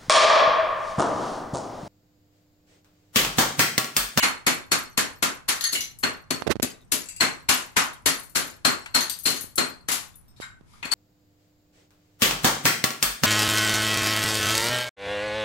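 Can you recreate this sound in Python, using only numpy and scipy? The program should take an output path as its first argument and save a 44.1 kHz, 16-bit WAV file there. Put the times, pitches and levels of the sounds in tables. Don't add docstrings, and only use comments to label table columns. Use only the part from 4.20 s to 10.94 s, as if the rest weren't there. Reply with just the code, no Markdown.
import sys
import numpy as np
from scipy import signal
from scipy.fft import rfft, irfft
from scipy.io import wavfile

SR = 44100
rng = np.random.default_rng(int(sys.argv[2]) if len(sys.argv) > 2 else 0)


def transcribe(u):
    v = np.clip(np.atleast_2d(u).T, -1, 1)
    q = np.round(v * 32767).astype(np.int16)
    wavfile.write(sys.argv[1], SR, q)


N = 297222


def undb(db):
    return 10 ** (np.asarray(db) / 20)


def lookup(points, hz):
    f, value = np.transpose(points)
    return np.interp(np.log(np.maximum(hz, 1)), np.log(f), value)


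def colour(x, points, size=2048):
    gain = undb(lookup(points, np.fft.rfftfreq(size, 1 / SR)))
    cepstrum = irfft(np.log(gain))
    cepstrum[1:size // 2] *= 2
    cepstrum[size // 2 + 1:] = 0
    response = irfft(np.exp(rfft(cepstrum)))
    return np.apply_along_axis(lambda channel: signal.fftconvolve(channel, response)[:len(channel)], -1, x)


def band(x, lo_hz, hi_hz, order=2):
    return signal.sosfilt(signal.butter(order, [lo_hz, hi_hz], "band", fs=SR, output="sos"), x)


def unit(x):
    energy = np.mean(np.sum(x ** 2, axis=-1))
    return x / np.sqrt(energy)


def fade(t, t60):
    return np.exp(-np.log(1000) * t / t60)


def ring(t, hz, t60):
    return np.sin(2 * np.pi * hz * t) * fade(t, t60)


def resonate(x, hz, width_hz):
    return unit(signal.lfilter(*signal.iirpeak(hz, hz / width_hz, fs=SR), x))


def add(out, s, x):
    i = max(int(s * SR), 0)
    out[:, i:i + x.shape[-1]] += x[..., :N - i]


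def cracks(envelope, rate, spread_db=4):
    n = len(envelope)
    size = undb(spread_db * np.minimum(rng.exponential(size=n), 3))
    happens = rng.random(n) < rate / SR
    return envelope * size * rng.choice([-1, 1], n) * happens


AMBIENCE_DB = -55.5
# frequency in Hz, level in dB.
RUMBLE_TONE = [(25, -4), (110, 0), (250, -11), (515, -22), (1100, -23), (2000, -30), (3300, -36),
               (8000, -39), (15000, -48)]


def ambience():
    return undb(AMBIENCE_DB) * np.sqrt(N) * unit(colour(rng.standard_normal((2, N)), RUMBLE_TONE))


# frequency in Hz, 60 dB decay time in seconds.
ROOM_DECAY = [(60, 0.37), (150, 0.26), (280, 0.3), (550, 0.4), (1300, 0.34), (3000, 0.24), (7500, 0.2),
              (14000, 0.099)]


def reflections(count=8):
    centres_hz = np.geomspace(110, 14000, count)
    size = 2 ** 17
    noise = rfft(rng.standard_normal(size))
    hz = np.fft.rfftfreq(size, 1 / SR)
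    echoes = [irfft(noise * lookup(np.c_[centres_hz, share], hz)) for share in np.eye(count)]
    kept_energy = fade(1 / SR, lookup(ROOM_DECAY, centres_hz)) ** 2
    return list(zip(echoes, kept_energy))


def fracture(force, walls, direct_db, shade_db=-4, rate=9000, spread_s=0.019, late_share=0.22):
    n = len(force)
    starts = rng.integers(0, SR * 2, 2)
    step = 1 / (SR * spread_s)
    crossing = signal.lfilter([step], [1, step - 1], force ** 2)
    feed = (1 - late_share) * force ** 2 + late_share * crossing
    field = 0
    for echo, keep in walls:
        level = np.sqrt(signal.lfilter([1], [1, -keep], feed))
        field = field + np.array([echo[i:i + n] for i in starts]) * level
    direct = unit(cracks(force, rate))
    far = np.pad(direct, (rng.integers(4, 14), 0))[:n]
    return unit(field) + undb(direct_db) * np.array([direct, undb(shade_db) * far])


# start in seconds, level in dB, pitch in Hz.
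FINGER_BUMPS = [(2.2219, -2.5, 1120), (2.2684, -3, 513), (2.2775, 1, 418), (2.303, -7, 117),
                (2.3561, -8.5, 333), (2.365, -12, 232), (2.3986, -3.5, 454), (2.447, -7, 402),
                (5.242, -22, 233), (6.201, -15, 440), (6.41, -30.5, 296)]
# centre in seconds, level in dB, length in seconds.
PORT_RUBS = [(2.277, -22.5, 0.0045), (2.315, -15, 0.011)]


def handling(t, bump_cycles=2.2, skin_db=-18.5, rumble_db=1, rumble_lead_s=0.0058, rumble_stretch=1.4,
             left_db=-32):
    port = np.zeros((2, N))
    for s, db, hz in FINGER_BUMPS:
        skin = band(rng.standard_normal(len(t)), 300, 4200) * fade(t, 0.022)
        add(port, s, undb(db) * (undb(skin_db) * skin - ring(t, hz, bump_cycles / hz)))
    slips = cracks(np.ones(N), rate=8600)
    rumble = undb(rumble_db) * unit(band(slips, 78, 530))
    hiss = unit(band(band(slips, 680, 1700, order=1), 160, 15000, order=4))
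    for s, db, length in PORT_RUBS:
        since = np.arange(N) / SR - s
        press = np.exp(-((since + rumble_lead_s) / (rumble_stretch * length)) ** 2)
        slide = np.exp(-(since / length) ** 2)
        port += undb(db) * np.sqrt(N) * (press * rumble + slide * hiss)
    return port * np.array([[undb(left_db)], [1]])


def pieces(shock, count=7, lo_hz=950, hi_hz=7000):
    place = (np.arange(count) + rng.random(count)) / count
    pitches = lo_hz * (hi_hz / lo_hz) ** place
    return unit(sum(resonate(shock, hz, 70) / np.sqrt(hz) for hz in pitches))


# frequency in Hz, level in dB.
SCUFF_TONE = [(300, -22), (1200, -4), (2000, 1), (4000, 4.5), (7400, 0), (11000, 2), (15000, -19)]


def scuff(t, walls, length, direct_db=-6, pieces_db=-4):
    grind = fracture(np.sin(np.pi * np.minimum(t / length, 1)), walls, direct_db)
    return unit(unit(colour(grind, SCUFF_TONE)) + undb(pieces_db) * pieces(grind))


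# start in seconds, length in seconds, strength in dB.
SCUFF_CUES = [(6.16, 0.038, -28), (6.202, 0.022, -9.5), (6.445, 0.2, -21.5)]


def scuffing(t, walls):
    out = np.zeros((2, N))
    for s, length, db in SCUFF_CUES:
        add(out, s, undb(db) * scuff(t, walls, length))
    return out


SHARD_WIDTH_HZ = 55


def clink(t, walls, modes, chatter_db, contact_t60=.01, rise_s=.0006, direct_db=-5, first_bounce_db=-20,
          bounce_db=-5, neighbour_db=-13, count=3):
    force = fade(t, contact_t60) * (1 - np.exp(-t / rise_s))
    for k, landing in enumerate(np.cumsum(rng.uniform(.008, .022, count))):
        bounce = (t > landing) * fade(np.abs(t - landing), 0.0092)
        force = force + undb(first_bounce_db + bounce_db * k) * bounce
    contact = fracture(force, walls, direct_db)
    out = 0
    for hz, db in modes:
        chatter = undb(chatter_db) * unit(band(contact, hz / 1.35, hz * 1.3))
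        neighbour = undb(neighbour_db) * resonate(contact, hz * rng.uniform(1.1, 1.4), SHARD_WIDTH_HZ)
        out = out + undb(db) * unit(resonate(contact, hz, SHARD_WIDTH_HZ) + neighbour + chatter)
    return out


SHARD_MODES = {"slab": [(1528, -2.5), (2110, -9), (3822, -9.5), (7418, -12)], "rim": [(1830, -6),
               (4414, 2.5), (6410, 2), (10500, 0.5)], "wedge": [(2228, -5), (2874, -2), (3929, -14),
               (6965, -4.5)], "plate": [(2885, -21), (4134, -1), (6018, 5), (11175, 1.5)],
               "strip": [(2700, -7), (4820, -5.5), (7690, 5), (12600, -11)], "corner": [(4758, -4),
               (6104, -6.5), (8494, 0.5), (11757, 1)], "splinter": [(3746, -10), (5318, 1), (8451, 0),
               (13555, 1)], "sliver": [(5124, -14), (6535, -7), (9453, 6), (12220, 3)],
               "lid": [(2295, -11.5), (2510, 0), (3050, -28)], "tab": [(2433, -15), (3865, -4), (4295, -4),
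               (7407, -9)], "base": [(1205, -0.5), (3000, -16), (10300, -14)], "flake": [(7827, -19),
               (10314, 0.5), (11950, -2)]}
# start in seconds, strength in dB, edge chatter in dB, shard name.
CLINK_CUES = [(0.002, 4.5, -6, "wedge"), (1.409, 0.5, 6, "rim"), (1.4391, 7.5, -8, "rim"),
              (1.5513, 5.5, -12, "wedge"), (1.607, 0, 2, "plate"), (1.787, -12.5, -3, "flake"),
              (2.858, -16, 3, "strip"), (2.8867, -6.5, -3, "strip"), (2.962, -11, -6, "strip"),
              (3.995, -18, -6, "sliver"), (4.032, -17, 2, "flake"), (4.096, -21.5, 2, "flake"),
              (4.807, 2.5, 1, "rim"), (4.8966, 3.5, 3, "corner"), (4.988, -12.5, -9, "sliver"),
              (5.035, -12, -15, "sliver"), (5.1633, -7, -1, "rim"), (5.2094, -4, -2, "flake"),
              (5.356, -4, -5, "flake"), (5.9547, -18.5, -35.5, "flake"), (6.0803, -33, -36, "splinter"),
              (6.163, -26, -22, "tab"), (6.2188, -3.5, -18, "slab"), (6.533, -23.5, -12, "base"),
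              (6.627, -3, -8, "lid")]


def clinking(t, walls):
    out = np.zeros((2, N))
    for s, db, chatter_db, shard in CLINK_CUES:
        add(out, s, undb(db) * clink(t, walls, SHARD_MODES[shard], chatter_db))
    return out


def dust(t, walls, settle_t60=0.39, lo_hz=5200, hi_hz=15000, direct_db=-3, count=14):
    ticks = np.zeros(len(t))
    for when, size in rng.random((count, 2)):
        ticks[int(when * len(t))] = size ** 2
    force = signal.fftconvolve(ticks * fade(t, settle_t60), fade(t[:SR // 20], .012))[:len(t)]
    return unit(band(fracture(force, walls, direct_db), lo_hz, hi_hz))


LEAD_S = .008


def chips(t, count=30, delay=0.11, t60=.07, lo_hz=3000, hi_hz=14000, rattle=.8):
    out = np.zeros((2, len(t)))
    brief = t[:SR // 8]
    knots = brief[::100]
    for wait, pitch, *sizes in rng.random((count, 4)):
        start = LEAD_S - delay * np.log(1 - wait)
        speed = fade(start, .5)
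        wobble = 1 + rattle * np.interp(brief, knots, rng.standard_normal(len(knots)))
        ping = speed * wobble * ring(brief, lo_hz + pitch * (hi_hz - lo_hz), t60)
        out += np.outer(sizes, np.pad(ping, (int(start * SR), len(t)))[:len(t)])
    return unit(out)


# frequency in Hz, half the bandwidth of each of its two resonators in Hz, level in dB.
HAMMER_MODES = [(4300, 70, 0), (4390, 110, -5), (5600, 70, -17), (7634, 70, -11), (8190, 90, -8),
                (11720, 100, -18)]


def hammer(shock, detune=0.01):
    luck = rng.standard_normal((len(HAMMER_MODES), 2))
    out = 0
    for (hz, half_width, db), (strike, grip) in zip(HAMMER_MODES, luck):
        hz = hz * (1 + detune * grip)
        mode = resonate(resonate(shock, hz, 2 * half_width), hz, 2 * half_width)
        out = out + undb(db + 2 * strike) * mode
    return unit(out)


# frequency in Hz, level in dB.
CRUSH_TONE = [(30, -12.5), (70, -7.5), (130, -3.5), (260, 0), (420, -2.5), (650, 1.5), (1300, 5.5),
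              (2300, 3), (3300, 0), (5500, -3), (7500, 0.5), (8900, -4.5), (10300, 4), (15000, -7)]


def blow(t, walls, strength_db, brightness, thud_db, ring_db, snap_db, bite, fragment_hz,
         strike_db=0, strike_t60=0.019, fragment_db=-7, fragment_width_hz=260, crush_t60=0.084,
         crumble_db=-19, crumble_t60=0.32, crumble_per_snap=0.59, jolt_db=-25, jolt_growth=0.6,
         dust_db=-28, knock_db=8, crack_db=3.5, grit_db=4, glaze_db=-1.0, pieces_db=-7, chips_db=-11,
         shudder_db=-25, shudder_t60=.4):
    stopped = np.maximum(t - LEAD_S, 0)
    onset = np.exp(np.minimum(t - LEAD_S, 0) / bite)
    knots = t[::200]
    spurts = undb(np.interp(t, knots, 6 * rng.standard_normal(len(knots)) - 4))
    crumble = undb(crumble_db - crumble_per_snap * snap_db) * spurts * fade(stopped, crumble_t60)
    strike = undb(strike_db) * fade(stopped, strike_t60)
    force = onset * (strike + fade(stopped, crush_t60) + crumble)
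    crush = colour(fracture(force, walls, snap_db), CRUSH_TONE)
    shudder = undb(shudder_db) * fade(stopped, shudder_t60)
    shock = fracture(onset * (fade(stopped, 0.0072) + shudder), walls, 0)
    thud = unit(band(crush, 110, 428)) + undb(-5.5) * resonate(crush, 253.4, 29)
    jolt = unit(ring(stopped, 72, 0.065) + ring(stopped, 90, 0.13))
    crack = unit(unit(band(crush, 680, 3200, order=3)) + undb(pieces_db) * pieces(shock))
    fragment = resonate(fracture(force, walls, snap_db), fragment_hz, fragment_width_hz)
    crack = unit(crack + undb(fragment_db) * fragment)
    grit = unit(band(crush, 3700, 8800, order=3)) + undb(chips_db) * chips(t)
    glaze = unit(band(crush, 9400, 17500, order=3))
    ceramic = undb(crack_db - brightness) * crack
    ceramic = ceramic + undb(grit_db + brightness) * grit
    ceramic = ceramic + undb(glaze_db + 2 * brightness) * glaze
    floor = undb(jolt_db + jolt_growth * strength_db) * jolt + undb(knock_db + thud_db) * thud
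    return ceramic + floor + undb(ring_db) * hammer(shock) + undb(dust_db) * dust(t, walls)


BITE_LEAD_S = .005
# time in seconds, strength in dB, brightness in dB per octave,
# floor thud in dB (before the knock gain), hammer ring in dB, direct snap over echo in dB,
# bite time constant in seconds, pitch of the struck fragment in Hz.
BLOW_CUES = [(0.029, 9, -2.2, -16, 1, -9, 0.0065, 2142), (0.264, 10, -0.5, -12.5, -5, -3.5, 0.00086, 2185),
             (0.515, 8.5, 0.1, -15, 2.5, -4.5, 0.0016, 1340),
             (0.773, 8, 0.2, -13.5, -3.5, -3.5, 0.00085, 1675),
             (1.023, 8, -0.1, -14, -12, -3, 0.00073, 1340), (1.284, 6.5, 1.5, -20, -2.5, -15, 0.003, 1800),
             (1.528, -1.5, 4.5, -13.5, 5, -10, 0.008, 2858), (1.834, 3.5, -4, -9, 5.5, -0.5, 0.003, 1590),
             (2.104, 1.5, 0, -6.5, 0.5, 4.5, 0.00093, 1206), (2.426, 0.5, 3, -5, -12.5, 8, 0.0022, 2580),
             (2.717, 4, 4, -13, -27.5, -3.5, .001, 2600), (3.005, 8.5, -2.5, -12.5, 5.5, -17, 0.003, 2060),
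             (3.286, 11.5, 0.4, -17.5, -4, -24, 0.0012, 2860),
             (3.564, 10.5, -1.6, -17.5, -11, -7.5, 0.0016, 1260),
             (3.857, 9.5, 1.3, -15, -2, -6.5, 0.00095, 1880), (4.154, 6.3, 1.1, -14, -2, -20, 0.0038, 1610),
             (4.447, 9.5, -1.5, -11.5, 4.5, -5.5, 0.00095, 1360),
             (4.657, -16, -4.5, -32.5, -4, 14, 0.00057, 1900),
             (4.745, 7.5, -0.3, -14.5, 7.5, -26.5, 0.0025, 1346),
             (5.054, 6, 1.8, -13, 6, -34, 0.0017, 2970), (5.378, 6, -1.5, -9, 5, -2.5, 0.0017, 1390),
             (5.684, 2, .5, -16, -16, -4.5, 0.0017, 1970), (5.712, 1.5, 3.5, -27, -13, -22, 0.0016, 2800),
             (6.626, -14, -8, -12, -9, -8, .001, 2520), (6.652, -12.5, -2, -8, 5, 2, 0.0043, 1250),
             (6.716, 0.5, -0.3, -23, 13, -15, 0.0033, 2900)]


def pounding(t, walls):
    out = np.zeros((2, N))
    for s, db, *manner in BLOW_CUES:
        add(out, s - BITE_LEAD_S, undb(db) * blow(t, walls, db, *manner))
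    return out


# frequency in Hz, gain in dB.
RIGHT_PORT_SHADE = [(100, -6.5), (1000, -0.5), (2200, 0.5), (3000, -1.5), (3700, -3.5), (5000, -4.5),
                    (6400, -4), (7500, -8.5), (8200, -13.5), (9100, -47), (10000, -7.5), (12000, -8.5),
                    (15000, -14.5)]


def scene(centred_s=3.3, drift_db_per_s=0.65):
    t = np.arange(SR // 2) / SR
    walls = reflections()
    air = scuffing(t, walls) + clinking(t[:SR // 3], walls) + pounding(t, walls)
    pan = undb(drift_db_per_s * (np.arange(N) / SR - centred_s) / 2)
    work = np.array([air[0] * pan, colour(air[1], RIGHT_PORT_SHADE) / pan])
    return ambience() + band(handling(t), 73, 18000) + work


def record(dry, top_hz=15400):
    return signal.sosfilt(signal.ellip(8, .2, 70, top_hz, fs=SR, output="sos"), np.tanh(dry))


dry = scene()
out = record(dry)
transcribe(out)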